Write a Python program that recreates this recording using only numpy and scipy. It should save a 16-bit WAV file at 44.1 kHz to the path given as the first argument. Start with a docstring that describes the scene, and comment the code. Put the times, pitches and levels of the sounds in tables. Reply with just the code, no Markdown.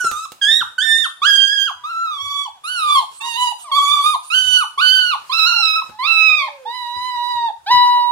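"""Puppy crying in a wire pen

A puppy yelps and howls close to a stereo microphone in a small hard room: harmonics on a trembling pitch plus
breath noise. Other puppies whine faintly (gliding tones), noses whistle and sniff, paws thud on the floor tray
and the wire ticks (dying noise bursts). Soft steps, room hush and a tail of sparse taps lie beneath.
"""
import sys
import numpy as np
from scipy import signal
from scipy.fft import rfft, irfft
from scipy.io import wavfile
from scipy.ndimage import uniform_filter1d, minimum_filter1d

SR = 44100
rng = np.random.default_rng(int(sys.argv[2]) if len(sys.argv) > 2 else 0)


def makeup_ratio(level_db):
    """Linear amplitude ratio for a level in decibels (20 dB per factor of ten)."""
    decades = np.asarray(level_db, float) / 20
    return 10 ** decades


def wav_record(signal):
    """Record a signal, one row per channel, as 16-bit PCM in the file named by sys.argv[1]."""
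    frames = np.transpose(np.atleast_2d(signal))
    bounded = np.clip(frames, -1, 1)
    # unit amplitude maps onto the largest positive 16-bit level
    quanta = np.round(bounded * 32767).astype(np.int16)
    wavfile.write(sys.argv[1], SR, quanta)


N = 358029  # samples

# One list per cry, until the breath runs out: (time [s], pitch [Hz], effort [dB], mouth opening [0-1])
CRIES = [
    [(0.0, 1530, -12.5, 0), (0.032, 1452, -25, 0.18), (0.072, 1348, -15, 0.13), (0.106, 1293, -30.5, 0.28),
     (0.134, 1180, -29, 0.19), (0.196, 1258, -26, 0.26), (0.252, 1339, -30.5, 0.44)],
    [(0.413, 1666, -17, 0.46), (0.44, 1589, -19.5, 0.8), (0.489, 1742, -15, 0.45), (0.537, 1830, -17.5, 1),
     (0.598, 1876, -24, 1)],
    [(0.78, 1512, -7, 0.01), (0.802, 1529, -23.5, 0.57), (0.832, 1804, -21.5, 0.6),
     (0.868, 1796, -15.5, 0.51), (1.018, 1804, -17, 0.4), (1.036, 1783, -28, 1)],
    [(1.217, 1120, -13, 0.07), (1.227, 1144, -18.5, 0.14), (1.271, 1659, -11.5, 0.48),
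     (1.415, 1580, -21, 0.77), (1.537, 1638, -22, 0.47), (1.595, 1592, -23.5, 0.75),
     (1.66, 1642, -27, 0.62)],
    [(1.836, 1148, -20.5, 0.33), (1.87, 1294, -26.5, 0.48), (2.036, 1359, -20, 0.27),
     (2.196, 1090, -31.5, 0.79), (2.22, 1128, -25.5, 0.8), (2.418, 1140, -22, 0.75),
     (2.445, 1138, -29.5, 1)],
    [(2.636, 1140, -28.5, 0.47), (2.688, 1426, -27, 0.78), (2.734, 1529, -26, 0.85),
     (2.838, 1205, -20, 0.41), (2.94, 1169, -10.5, 0.36), (2.985, 1062, -13, 0.42)],
    [(3.203, 886, -34, 0.9), (3.267, 956, -24, 0.58), (3.335, 912.5, -30, 1), (3.379, 975, -23.5, 0.52),
     (3.429, 988, -13, 0.39), (3.516, 970.3, -24.5, 0.46)],
    [(3.714, 1155, -15, 0.29), (3.742, 1098, -20, 0.44), (3.77, 1170, -12.5, 0.28),
     (3.805, 1120, -13, 0.32), (3.9, 1173, -16, 0.4), (4.035, 1138, -16, 0.31), (4.066, 1227, -10.5, 0.26),
     (4.128, 1212, -19, 0.43)],
    [(4.3, 1310, -20, 0.8), (4.31, 1264, -20.5, 0.56), (4.348, 1532, -16.5, 0.68), (4.472, 1498, -21, 0.78),
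     (4.564, 1497, -15.5, 0.86), (4.595, 1474, -16.5, 0.45)],
    [(4.775, 1034, -16, 0), (4.8, 1210, -17, 0.36), (4.82, 1477, -14, 0.45), (4.887, 1507, -13, 0.76),
     (4.945, 1537, -14.5, 0.67), (5.105, 1432, -22, 0.61)],
    [(5.294, 1027, -14, 0.23), (5.308, 1016, -23.5, 0.06), (5.336, 1309, -22.5, 0.79),
     (5.455, 1313, -15, 0.65), (5.478, 1436, -17, 0.71), (5.612, 1367, -21, 0.89), (5.632, 1310, -17, 0.62),
     (5.69, 1277, -20, 0.81), (5.8, 1296, -19.5, 0.47), (5.811, 1200, -34, 0.3)],
    [(5.986, 975, -23.5, 0.1), (6.022, 1040, -22, 0.17), (6.078, 1337, -21, 0.62), (6.286, 1272, -16, 0.73),
     (6.366, 1240, -23, 0.58), (6.43, 1093, -21.5, 0.43), (6.467, 1044, -29.5, 0.2)],
    [(6.651, 818, -30, 0), (6.671, 904, -24.5, 0.08), (6.75, 1003, -28, 0.72), (6.865, 957.5, -25.5, 0.39),
     (7.079, 1005, -24, 0.56), (7.177, 963, -21, 0.35), (7.305, 976, -20, 0.41), (7.475, 923, -18.5, 0.14)],
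    [(7.661, 735, -26, 0.67), (7.701, 920, -16.5, 0.38), (7.715, 985.6, -7, 0.52),
     (7.795, 978.4, -8.5, 0.38), (8.118, 968, -13, 0)],
]
# Head direction per cry: (left-right level [dB], left lead [ms])
BEARING = [(-6.5, 0.009), (-4, 0.017), (-5.5, 0.0064), (-9.5, 0.13), (-3.5, 0.18), (-4.5, 0.21), (-5, 0.21),
           (-5, 0.15), (-5.5, 0.19), (-8, 0.2), (-6.5, 0.16), (-7.5, 0.081), (-5.5, 0.097), (-1, 0.086)]
# Voicing per cry: (roughness [0-1], breath re overtones [dB], treble [dB],
# throat stretch [share of its resonances], closing drop [s])
VOICING = [(0.47, -19, 14.5, 0.888, 0.014), (0.5, -29, 1, 0.984, .04), (0.28, -27, 6.5, 0.986, .043),
           (0.45, -31.5, -7.5, 0.888, .058), (0.3, -33, -5, 0.84, 0.05), (.55, -20.5, -6, 0.939, 0.068),
           (0.55, -20, -2, 0.98, 0.018), (0.6, -23, -1.5, 1.012, 0.042), (0.35, -22.5, -1, 0.95, 0.06),
           (0.2, -25.5, -12.5, 1, .06), (0.5, -34.5, -13, 1.024, 0.025), (0.28, -34.5, -12, 1.05, 0.033),
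           (0.14, -38.5, -13, 0.98, .045), (0.1, -32, -16.5, 1.07, 0.095)]
# Harmonics 2, 3, 4 of the folds per cry, re throat colour: (second [dB], third [dB], fourth [dB])
FOLDS = [(-5, 7, 3.5), (4.5, 3.5, 1), (5.5, 7, 0), (3, 8, 8), (-7.5, 6, 1.5), (-2.5, -0.5, 5),
         (-4.5, 4.5, -2), (0, 3, 2.5), (7.5, 1.5, 4), (4.5, 0.4, 0.5), (1.5, -1, 4.5), (11, -1.5, 2),
         (0.5, -8, 0.5), (-0.5, -2.5, 0)]
# Open-mouth overtone colour re fundamental: (frequency [Hz], level [dB])
THROAT = [(1600, 9.5), (2900, 0.5), (3500, 9), (4300, -2.5), (5300, -16), (5900, -17), (6500, -12),
          (7500, -14.5), (9800, -16), (12000, -31), (15500, -35.5)]
# Breath noise colour: (frequency [Hz], level [dB])
BREATH = [(300, -30), (800, -6.5), (1300, -3), (2000, -17.5), (2900, -5), (4300, -8.5), (5500, -15),
          (7000, -5), (8200, -13.5), (9700, -4), (11200, -17.5), (12800, -11.5), (15500, -37.5)]
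# Brief catches that bend the pitch and let it back: (time [s], half width at 1/e [s], pitch change [share])
CATCHES = [(1.905, 0.012, .06), (5.386, 0.0069, 0.066), (5.527, 0.0092, -0.039)]
# Treble shading between the ports: (frequency [Hz], factor on the left-right dB)
SHADOW = [(300, 2.5), (1300, -0.01), (2400, 2.5), (5000, 3), (15000, 2.32)]
# Band decay of the room: (frequency [Hz], t60 [s])
ROOM_T60 = [(500, 0.27), (2000, 0.34), (4000, 0.33), (9000, 0.41)]
# Hush colour: (frequency [Hz], level [dB])
HUSH_COLOUR = [(30, -25), (90, -16.5), (300, -21), (1000, -10.5), (3500, -21), (9700, -25), (15500, -35.5)]
# Colour of the tray's low end: (frequency [Hz], level [dB])
TRAY_LOW = [(30, -32.5), (75, 5), (200, -11.5), (600, -32), (2000, -69.5)]
# Colour of a paw's impact on the tray: (frequency [Hz], level [dB])
TRAY = [(30, -46), (75, -20), (170, -1.5), (400, -2), (900, -7), (2000, -13.5), (8000, -35)]
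# Paws on the tray: (time [s], impact level [dB], low-end boom level [dB])
THUDS = [(0.041, -25, -54), (0.113, -34, -48), (0.609, -37.5, -46), (3.895, -42.5, -44.5),
         (4.447, -75, -48), (5.068, -45.5, -53), (5.891, -35, -54), (6.958, -42, -50), (7.147, -47.5, -55),
         (7.335, -51, -50), (7.733, -35.5, -37)]
# Wire colour: (frequency [Hz], level [dB])
WIRE = [(1000, 25.5), (5000, 18.5), (15000, 12.5)]
# Wire ticks: (time [s], level [dB])
TICKS = [(0.114, -27), (0.319, -33.5)]
# Airy nose whistles during some cries: (start [s], length [s], start pitch [Hz], end pitch [Hz], level [dB])
NOSE = [(1.036, 0.034, 9070, 10300, -36), (2.633, 0.22, 10000, 9840, -38.5),
        (4.03, .12, 10140, 9610, -33.5), (4.577, 0.063, 9760, 9200, -35)]
# Whines of other puppies: (start [s], length [s], start pitch [Hz], end pitch [Hz], mid level [dB])
WHINES = [(1.752, 0.14, 1003, 955, -44), (2.497, .09, 995, 718, -50.5), (3.196, 0.1, 1167, 1010, -33.5),
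          (3.497, 0.29, 900, 510, -52), (3.641, 0.073, 1262, 902, -33), (5.401, 0.23, 1186, 778, -37),
          (5.91, 0.15, 830, 903, -42), (6.054, 0.67, 856, 458, -43.5), (7.827, 0.18, 703, 610, -42)]
# Thin nose whistles: (start [s], length [s], start pitch [Hz], end pitch [Hz], mid level [dB])
WHISTLES = [(3.1, .1, 7300, 8400, -46), (3.57, .08, 7900, 8600, -44), (4.22, .08, 8400, 9500, -44),
            (4.33, .22, 4050, 3550, -42), (5.27, .28, 7450, 5850, -45)]
# Microphone housing, a dip then a lift: (frequency [Hz], gain [dB])
HOUSING = [(1650, 0), (2050, -4), (2500, 2.5)]

# Roughness: each setting applies in full at roughness 1
TREMBLE_SHARE = 0.01945  # rms, of pitch
RASP_DB, RASP_HZ = 2.5, 57.5  # quick uneven loudness
BLUR_TURNS, FUZZ_SHARE, FUZZ_HZ = 0.0078, 0.045, 143  # phase wander per order above 1; uneven loudness
# Extra as the folds go slack; dulling is per order above 1
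DROP_BLUR_TURNS, DROP_FUZZ_SHARE, DROP_DULL_DB = 0.08, 0.69, -2
# Last push: shares of the drop's time and depth; levels re median effort
SLACK_HZ, PUSH_TIME_SHARE, PUSH_DEPTH_SHARE, PUSH_DB, FADE_DB = 700, 0.62, 0.45, -1.5, -19
SHUT_DB = -33  # overtone loss with the mouth shut
LEAK_DB = -9  # breath drive re effort that remains without overtones
ROOM_DB, HUSH_DB = -3.5, -57
SHUFFLE_DB, STEPS_PER_S = -71, 8
OVERTONE_DB, SNIFF_DB = -11, -3.5  # whine overtones re fundamental; sniff re its whistle
WHINE_SWELL_DB, WHISTLE_SWELL_DB = 6, 23  # growth, start to end
CEILING = 0.88  # limiter, full scale = 1


def evened(x):
    """Scales to rms 1."""
    return x / np.sqrt(np.mean(x ** 2) + 1e-20)


def read(points, hz):
    """Interpolates a table over log frequency."""
    f, value = np.transpose(points)
    return np.interp(np.log(hz + 1), np.log(f + 1), value)


def add(mix, start_s, sound):
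    """Mixes a sound in at its start time, cut at the end."""
    part = mix[:, round(start_s * SR):][:, :sound.shape[1]]
    part += sound[:, :part.shape[1]]


def noise(colour, count):
    """Noise of rms 1 with the given colour."""
    hz = np.fft.rfftfreq(count, 1 / SR)
    spectrum = rfft(rng.standard_normal(count)) * makeup_ratio(read(colour, hz))
    return evened(irfft(spectrum, count))


def drift(count, hz):
    """Slow random movement of rms 1, mostly below hz."""
    return noise([(4, 0), (hz, -5), (12 * hz, -110)], count)


def patchy(x, depth_db):
    """Makes noise come and go in patches of frequency and time."""
    z = signal.stft(x, nperseg=256)[2]
    field = uniform_filter1d(rng.standard_normal(z.shape), size=5, axis=0)
    field = uniform_filter1d(field, size=14, axis=1)
    return signal.istft(z * makeup_ratio(depth_db * evened(field)), nperseg=256)[1][:len(x)]


def placed(x, pan_db, lead_ms):
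    """Two ports hear the sound at different times, with level difference varying by frequency."""
    x = np.pad(x, 64)
    hz = np.fft.rfftfreq(len(x), 1 / SR)
    side = np.array([[0.5], [-0.5]])
    gain = makeup_ratio(side * pan_db * read(SHADOW, hz))
    advance = np.exp(2j * np.pi * hz * side * lead_ms / 1000)
    return irfft(rfft(x) * gain * advance, len(x))[:, 64:]


def with_drop(rows, drop_s):
    """Appends a last push and the closing pitch drop, as the folds go slack."""
    end_s, hz, _, _ = rows[-1]
    usual_db = np.median(np.transpose(rows)[2])
    push_hz = hz + PUSH_DEPTH_SHARE * (SLACK_HZ - hz)
    return [*rows, (end_s + PUSH_TIME_SHARE * drop_s, push_hz, usual_db + PUSH_DB, 0),
            (end_s + drop_s, SLACK_HZ, usual_db + FADE_DB, 0)]


def cry(rows, pan_db, lead_ms, rough, breath_db, treble_db, stretch, drop_s, second_db, third_db, fourth_db):
    """Harmonics on a trembling pitch; the mouth lets out the overtones and the breath noise."""
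    s, *columns = np.transpose(with_drop(rows, drop_s))
    t = np.arange(s[0], s[-1], 1 / SR)
    hz, effort_db, mouth = (np.interp(t, s, c) for c in columns)
    tremble = TREMBLE_SHARE * rough * drift(len(t), 34.6)
    catches = sum(share * np.exp(-((t - at) / wide) ** 2) for at, wide, share in CATCHES)
    hz = hz * (1 + tremble + catches)
    turns = np.cumsum(hz) / SR
    k = np.arange(1, 18)[:, None]  # harmonic order

    throat_hz = k * hz / stretch
    throat_db = read(THROAT, throat_hz) + SHUT_DB * (1 - mouth)
    folds_db = (k == 2) * second_db + (k == 3) * third_db + (k == 4) * fourth_db
    shelf_db = np.interp(throat_hz, [5600, 6300, 9500, 12500], [0, 1, 1, 0]) * treble_db
    weight = makeup_ratio(np.where(k > 1, throat_db, 0) + folds_db + shelf_db) * (k * hz < 16000)
    weight = weight * makeup_ratio(effort_db) / np.sqrt((weight ** 2).sum(0))

    # each harmonic swells and fades on its own, the high ones most
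    shimmer_db = np.minimum(0.8 * k, 7) * (0.5 + rough) * np.array([drift(len(t), 15) for _ in k])
    shimmer_db = shimmer_db + RASP_DB * rough * drift(len(t), RASP_HZ)
    slack = np.clip((t - rows[-1][0]) / drop_s, 0, 1)
    dull_db = DROP_DULL_DB * (k - 1) * np.sqrt(slack)
    # uneven cycles smear the high harmonics into bands of noise
    blur = BLUR_TURNS * rough + DROP_BLUR_TURNS * slack
    wander = (k - 1) * blur * np.array([drift(len(t), FUZZ_HZ) for _ in k])
    phase = 2 * np.pi * (k * turns + wander + rng.random(k.shape))
    tone = (weight * makeup_ratio(shimmer_db + dull_db) * np.sin(phase)).sum(0)
    tone = tone * (1 + (FUZZ_SHARE * rough + DROP_FUZZ_SHARE * slack) * drift(len(t), FUZZ_HZ))

    overtone_power = (weight[1:] ** 2).sum(0)
    breath = np.sqrt(overtone_power + makeup_ratio(2 * (effort_db + LEAK_DB))) * makeup_ratio(breath_db)
    colour = [(f, db + (f > 5000) * treble_db / 2) for f, db in BREATH]
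    puffs = patchy(noise(colour, len(t)), 4)
    edges = np.minimum(np.minimum(t - t[0], t[-1] - t) / 0.0097, 1)
    return s[0], placed(edges * (np.sqrt(2) * tone + breath * puffs), pan_db, lead_ms)


def room(x):
    """Sparse taps of random sign, each band dying at its own speed, other taps in each port."""
    taps = np.zeros((2, SR))
    at = np.arange(120, SR - 20, 20) + rng.integers(0, 20, (2, (SR - 121) // 20))
    np.put_along_axis(taps, at, rng.choice([-1., 1.], at.shape), 1)
    hz, t, z = signal.stft(taps, SR, nperseg=256)
    decay = makeup_ratio(-60 * t / read(ROOM_T60, hz)[:, None])
    tail = signal.istft(z * decay, SR, nperseg=256)[1]
    tail = tail / np.linalg.norm(tail[0])
    return makeup_ratio(ROOM_DB) * signal.fftconvolve(x.mean(0)[None], tail, axes=1)[:, :N]


def hush():
    """Quiet room noise, unlike in the two ports, coming and going slowly."""
    ports = np.array([patchy(noise(HUSH_COLOUR, N), 3) for _ in range(2)])
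    return makeup_ratio(HUSH_DB + 2.5 * drift(N, 4)) * ports


def shuffle():
    """Soft random steps ring the low end of the tray."""
    steps = makeup_ratio(4 * rng.exponential(1, N)) * (rng.random(N) < STEPS_PER_S / SR)
    t = np.arange(SR // 4) / SR
    swell = signal.oaconvolve(steps, t * makeup_ratio(-60 * t / 0.2))[:N]
    return makeup_ratio(SHUFFLE_DB) * evened(swell) * placed(noise(TRAY_LOW, N), 1.5, 0.1)[:, :N]


def knock(colour, level_db, t60_s, pan_db, rise_s):
    """An impact: coloured noise that dies away, partly unlike in the two ports."""
    t = np.arange(SR // 3) / SR
    common, left, right = (noise(colour, len(t)) for _ in range(3))
    pair = 0.98 * common + 0.71 * np.array([left, right])
    pan = np.array([[0.5], [-0.5]]) * pan_db
    return pair * makeup_ratio(level_db - 60 * t / t60_s + pan) * np.minimum(t / rise_s, 1)


def thud(impact_db, boom_db):
    """A paw's impact on the tray over the slower boom of its low end."""
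    return knock(TRAY_LOW, boom_db, 0.24, -2.5, 0.012) + knock(TRAY, impact_db, 0.056, -7, 0.0062)


def tick(level_db):
    """The wire ticks: a bright burst with a very fast rise."""
    return knock(WIRE, level_db, 0.04, -8, 0.00013)


def whine(start_s, length_s, start_hz, end_hz, level_db, swell_db):
    """A whine or nose whistle: a gliding tone, faint overtones below a limit, growing by swell_db."""
    u = np.arange(0, 1, 1 / (length_s * SR))
    hz = (start_hz + u * (end_hz - start_hz)) * (1 + 0.0065 * drift(len(u), 35))
    angle = 2 * np.pi * np.cumsum(hz) / SR
    overtones = sum(np.sin(k * angle) / k * (k * start_hz < 8000) for k in range(2, 7))
    tone = np.sin(angle) + makeup_ratio(OVERTONE_DB) * overtones
    level = makeup_ratio(level_db + swell_db * (u - 0.5)) * signal.windows.tukey(len(u), 0.15)
    return start_s, placed(level * tone, -1.5, 0.075)


def sniff(start_s, length_s, level_db):
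    """The hiss of air drawn in through the nose: patchy breath noise."""
    count = round(length_s * SR)
    hiss = patchy(noise(BREATH, count), 3) * np.hanning(count) ** 0.5
    return start_s, placed(makeup_ratio(level_db + SNIFF_DB) * hiss, -4, 0.2)


def scene():
    """All sources, plus the room's answer to all but hush and shuffle."""
    mix = np.zeros((2, N))
    for rows, bearing, voicing, folds in zip(CRIES, BEARING, VOICING, FOLDS):
        add(mix, *cry(rows, *bearing, *voicing, *folds))
    for start_s, impact_db, boom_db in THUDS:
        add(mix, start_s, thud(impact_db, boom_db))
    for start_s, level_db in TICKS:
        add(mix, start_s, tick(level_db))
    for row in NOSE:
        add(mix, *whine(*row, 0))
    for row in WHINES:
        add(mix, *whine(*row, WHINE_SWELL_DB))
    for row in WHISTLES:
        add(mix, *whine(*row, WHISTLE_SWELL_DB))
        add(mix, *sniff(*row[:2], row[4]))
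    return mix + room(mix) + hush() + shuffle()


def top_cut(x):
    """Nothing passes above the cut-off."""
    return signal.sosfilt(signal.butter(12, 15700, fs=SR, output="sos"), x)


def record(dry):
    """Microphone housing response, then a peak limiter with a smoothed gain."""
    hz = np.fft.rfftfreq(N, 1 / SR)
    heard = irfft(rfft(dry) * makeup_ratio(read(HOUSING, hz)), N)
    gain = np.minimum(CEILING / (abs(heard).max(0) + 1e-9), 1)
    gain = uniform_filter1d(minimum_filter1d(gain, size=441), size=221)
    return top_cut(heard * gain)


dry = scene()
out = record(dry)
wav_record(out)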